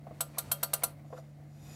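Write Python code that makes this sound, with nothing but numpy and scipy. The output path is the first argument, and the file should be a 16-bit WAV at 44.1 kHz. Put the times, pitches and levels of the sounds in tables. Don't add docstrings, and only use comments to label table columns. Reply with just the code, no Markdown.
import sys
import numpy as np
from scipy import signal
from scipy.fft import rfft, irfft, next_fast_len
from scipy.io import wavfile
from scipy.ndimage import map_coordinates

SR = 44100
rng = np.random.default_rng(int(sys.argv[2]) if len(sys.argv) > 2 else 0)


def bounce(signal):
    frames = np.transpose(np.atleast_2d(signal))
    limited = np.clip(frames, -1, 1)
    pcm = np.round(limited * 32767).astype(np.int16)
    wavfile.write(sys.argv[1], SR, pcm)


N = 77175

# f/Hz, level/dB, t60/s
WHEEL_MODES = [(3810, -22.5, 0.036), (4304, -17, 0.073), (4480, -25, .115), (5960, -20, 0.074),
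               (6900, -20.5, 0.074), (7160, -19.5, .05), (7975, -7.5, 0.061), (8040, -9.5, 0.043),
               (9250, -10, 0.063), (9337, -11, 0.067), (9620, -11, .07), (11900, -17, 0.038),
               (12320, -4, 0.053), (12700, -8, 0.057), (14450, -25.5, 0.052)]


def amp(db):
    return 10 ** (np.asarray(db) / 20)


def along(points, hz):
    f, values = np.transpose(points)
    return np.interp(np.log(hz + 1), np.log(f + 1), values)


def since(onset):
    return np.maximum(np.arange(N) / SR - onset, 0)


def curve(points):
    return np.interp(since(0), *np.transpose(points))


def wobble(rate):
    return map_coordinates(rng.standard_normal(4 * SR // 10), [since(0) * rate], mode="wrap")


def filtered(x, response):
    size = next_fast_len(N + SR // 4)
    return irfft(rfft(x, size) * response(np.fft.rfftfreq(size, 1 / SR)), size)[:N]


def noise(spectrum, peaks=()):
    def response(f):
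        peaks_db = sum(db / (1 + (2 * (f - hz) / width) ** 2) for hz, width, db in peaks)
        return amp(along(spectrum, f) + peaks_db)
    shaped = filtered(rng.standard_normal(N), response)
    return shaped / np.sqrt(np.mean(shaped ** 2) + 1e-20)


def impact(t, attack, hold, t60):
    return (1 - np.exp(-(t / attack) ** 2)) * amp(-60 * np.maximum(t - hold, 0) / t60)


def ring(modes, onset, attack):
    out, start = np.zeros(N), int(onset * SR)
    t = np.arange(SR // 3) / SR
    for hz, db, t60 in modes:
        envelope = amp(db + rng.normal()) * impact(t, attack, 0, t60)
        out[start:start + len(t)] += envelope * np.sin(2 * np.pi * (hz * t + rng.random()))
    return out


def background():
    # f/Hz, level/dB
    partials = [(96.9, -67), (145.3, -51), (220.7, -66.5), (306.8, -73.5)]
    # f/Hz, level/dB
    air_spectrum = [(10, -56), (25, -41.5), (45, -22), (62, -9.5), (100, -11.5), (125, -11.5), (160, -9.5),
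                    (185, -16.5), (215, -8.5), (250, -16.5), (310, -11.5), (390, -27.5), (480, -20.5),
                    (760, -22.5), (900, -31), (2000, -36.5), (2600, -41.5), (7000, -51.5), (15500, -48.5)]
    rumble_spectrum = [(20, -42.5), (40, -20), (60, -9), (95, 7.5), (140, 4), (230, -8.5), (400, -38)]
    # centre t/s, half-width/s, level/dB
    swells = [(0.469, 0.056, -52), (0.995, 0.039, -57), (1.655, 0.079, -55)]
    t, hum = since(0), np.zeros(N)
    for hz, db in partials:
        amplitude = np.sqrt(2) * amp(db + 0.6 * wobble(16))
        hum += amplitude * np.sin(2 * np.pi * (hz * t + rng.random()) + 0.12 * wobble(7.6))
    swell = sum(amp(db) * np.exp(-((t - centre) / half) ** 2) for centre, half, db in swells)
    rumble = swell * noise(rumble_spectrum)
    air = amp(-58 + 2 * wobble(12)) * noise(air_spectrum, [(2100, 250, 7.6), (680, 130, 5.1)])
    return hum + rumble + air


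def catch_friction():
    # t/s, level/dB
    slide_levels = [(0, -72), (.13, -71), (.16, -64), (.3, -61.5), (.36, -61.5), (.44, -56), (.5, -57),
                    (.6, -60), (.8, -56), (.88, -56.5), (.95, -72.5), (1.27, -72)]
    # f/Hz, level/dB
    slide_spectrum = [(300, 4.5), (600, 10.5), (1200, -1), (1900, -2), (2700, -3.5), (3300, -8), (4500, -8),
                      (7000, -11), (12500, -14), (14000, -25.5), (15500, -27.5)]
    scrape_spectrum = [(250, -32.5), (550, 8), (1500, -2), (2500, -10.5), (4500, -13), (8000, -25.5),
                       (12000, -31), (15000, -42)]
    # centre t/s, half-width/s, level/dB, peak f/Hz
    scrapes = [(.146, .004, -61, 4040), (0.357, 0.012, -55, 2320), (0.379, 0.0072, -44.5, 1050),
               (0.498, 0.013, -58, 1250), (0.8254, 0.0047, -45.5, 2180), (0.999, 0.0068, -63.5, 2200),
               (1.134, 0.013, -54, 1040), (1.176, 0.0094, -51.5, 1395), (1.243, 0.0039, -65, 2140)]
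    resonances = [(hz, 150, 5) for hz, _, _ in WHEEL_MODES]
    out = amp(curve(slide_levels) + 0.86 * wobble(70)) * noise(slide_spectrum, resonances)
    for centre, half, db, hz in scrapes:
        envelope = amp(db + 1.1 * wobble(270)) * np.exp(-((since(0) - centre) / half) ** 2)
        out += envelope * noise(scrape_spectrum, [(hz, 450, 17)])
    return out


def slack_knocks():
    # t/s, level/dB, f/Hz, t60/s of the noisy body
    knocks = [(.068, -42.5, 710, 0.038), (.109, -45, 645, 0.059), (.821, -48, 2220, 0.029),
              (1.046, -54.5, 684, 0.061), (1.102, -52.5, 647, 0.089), (1.126, -40.5, 507, 0.13),
              (1.185, -48, 654, .08)]
    # f/Hz, level/dB
    body_spectrum = [(200, -31.5), (400, -9), (500, 0.5), (720, 1), (870, -17.5), (1050, -5.5), (1400, -18),
                     (3000, -34), (12000, -52)]
    lower_modes = [mode for mode in WHEEL_MODES if mode[0] < 7500]
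    out = np.zeros(N)
    for onset, db, hz, t60 in knocks:
        envelope = impact(since(onset), attack=0.00062, hold=0.0063, t60=t60)
        body = amp(-3) * noise(body_spectrum, [(hz, 160, 6)]) * envelope
        tone = amp(2) * ring([(hz, 0, 1.5 * t60)], onset, attack=0.0011)
        tinkle = amp(-19.5) * ring(lower_modes, onset, attack=0.0016)
        out += amp(db) * (body + tone + tinkle)
    return out


def favoured(modes, centre_hz, lift_db, half_width_hz=170):
    return [(hz, db + lift_db * np.exp(-((hz - centre_hz) / half_width_hz) ** 2), t60)
            for hz, db, t60 in modes]


def catch_clicks():
    # t/s, thud level/dB, thud f/Hz, clack level/dB, sizzle level/dB,
    # sizzle peak f/Hz, chatter duration/s, favoured f/Hz, its lift/dB
    clicks = [(0.2053, -34, 760, -35.5, -28.5, 10500, 0.0052, 8010, 7.5),
              (0.382, -37.5, 1010, -35, -27.5, 8900, .004, 1001, 3.5),
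              (0.5142, -34, 1017, -34.5, -24.5, 12100, 0.0081, 3185, 14),
              (.629, -32.5, 630, -35.5, -25.5, 12700, 0.0058, 4470, 7),
              (.733, -33.5, 700, -34, -24, 9500, 0.005, 5985, 7.5),
              (0.8339, -33, 1040, -35, -23.5, 9640, 0.0058, 5985, 6.5)]
    # f/Hz, level/dB, t60/s
    housing_modes = [(497.8, -10.5, 0.12), (574, -15.5, 0.36), (675.7, -1.5, 0.07), (781, -5.5, 0.067),
                     (962, -7.5, 0.08), (1027, -9, .07), (1210, -12, 0.16), (1260, -19.5, .06),
                     (1383, -5.5, 0.11), (1549, -9.5, 0.072), (2161, -8.5, 0.047), (2786, -12, 0.055),
                     (3215, -17, 0.12)]
    # f/Hz, level/dB
    thud_spectrum = [(200, -42.5), (390, -23), (500, -2), (700, -1.5), (860, -6.5), (1000, -2), (1500, 0.5),
                     (1850, -13.5), (3000, -25)]
    clack_spectrum = [(1000, -29), (1700, -5.5), (2400, -7), (2800, -0.5), (3370, -6.5), (3750, 2.5),
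                      (4300, -1), (5500, -3), (7000, -2), (9000, -15)]
    sizzle_spectrum = [(5000, -30), (7400, -16.5), (8000, -3), (8700, -9.5), (9450, -2.5), (10300, -5),
                       (11300, -5), (12700, 0), (13300, -13), (14600, -6), (15400, -11), (16000, -29)]
    out = np.zeros(N)
    for onset, thud_db, thud_hz, clack_db, sizzle_db, bright_hz, chatter_s, mode_hz, lift_db in clicks:
        t = since(onset)
        thud = noise(thud_spectrum, [(thud_hz, 250, 7)])
        thud *= impact(t, attack=0.0012, hold=0.0048, t60=0.062)
        housing = ring(favoured(housing_modes, mode_hz, lift_db), onset, attack=0.00069)
        out += amp(thud_db) * (amp(-7) * thud + housing)
        clack = noise(clack_spectrum) * impact(t, attack=0.0016, hold=0.0056, t60=0.052)
        out += amp(clack_db - 0.5) * clack
        chatter = amp(1.4 * wobble(900)) * impact(t, attack=0.0026, hold=chatter_s, t60=0.046)
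        snap = amp(-6) * impact(since(onset + 0.0038), attack=0.0002, hold=0.00069, t60=0.008)
        sizzle = noise(sizzle_spectrum, [(bright_hz, 1500, 5)]) * (chatter + snap)
        wheel = ring(favoured(WHEEL_MODES, mode_hz, lift_db), onset, attack=0.0043)
        out += amp(sizzle_db) * (amp(-0.8) * sizzle + amp(3.5) * wheel)
    return out


def wheel_rub():
    # t/s, level/dB
    rub_levels = [(1.02, -88.5), (1.09, -73), (1.15, -68.5), (1.19, -60.5), (1.22, -75), (1.42, -85),
                  (1.55, -71), (1.6, -68), (1.66, -60), (1.71, -57.5), (1.75, -57.5)]
    # f/Hz, level/dB
    hiss_spectrum = [(300, -0.5), (650, 4), (1500, 1), (3000, -3.5), (6000, -2.5), (9000, -6.5),
                     (13000, -9.5), (15500, -22)]
    # f/Hz, width/Hz, gain/dB
    resonances = [(2520, 81, 12), (3620, 100, 11.6), (3900, 118, 3.3), (4963, 205, 10), (5800, 166, 8.7),
                  (6970, 240, 15), (11500, 700, 11)]
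    return amp(curve(rub_levels) + 0.47 * wobble(87)) * noise(hiss_spectrum, resonances)


def reverberation(x):
    # f/Hz, t60/s
    decay_times = [(200, 0.39), (700, .33), (3000, 0.24), (9000, 0.17), (15000, 0.19)]
    build_up_s = 0.0037
    hz, t, spectra = signal.stft(rng.standard_normal(SR // 2), SR, nperseg=256)
    decay = amp(-60 * t / along(decay_times, hz)[:, None])
    tail = signal.istft(spectra * decay, SR, nperseg=256)[1]
    tail *= 1 - np.exp(-np.arange(len(tail)) / SR / build_up_s)
    return signal.fftconvolve(x, tail / np.linalg.norm(tail))[:N]


def scene():
    impacts = catch_clicks() + slack_knocks()
    reflections = amp(-16) * reverberation(impacts)
    return (impacts + reflections + catch_friction() + wheel_rub() + background())[None]


def record(dry):
    cutoff_hz = 15900
    return filtered(dry[0], lambda hz: 1 / (1 + (hz / cutoff_hz) ** 200))[None]


dry = scene()
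out = record(dry)
bounce(out)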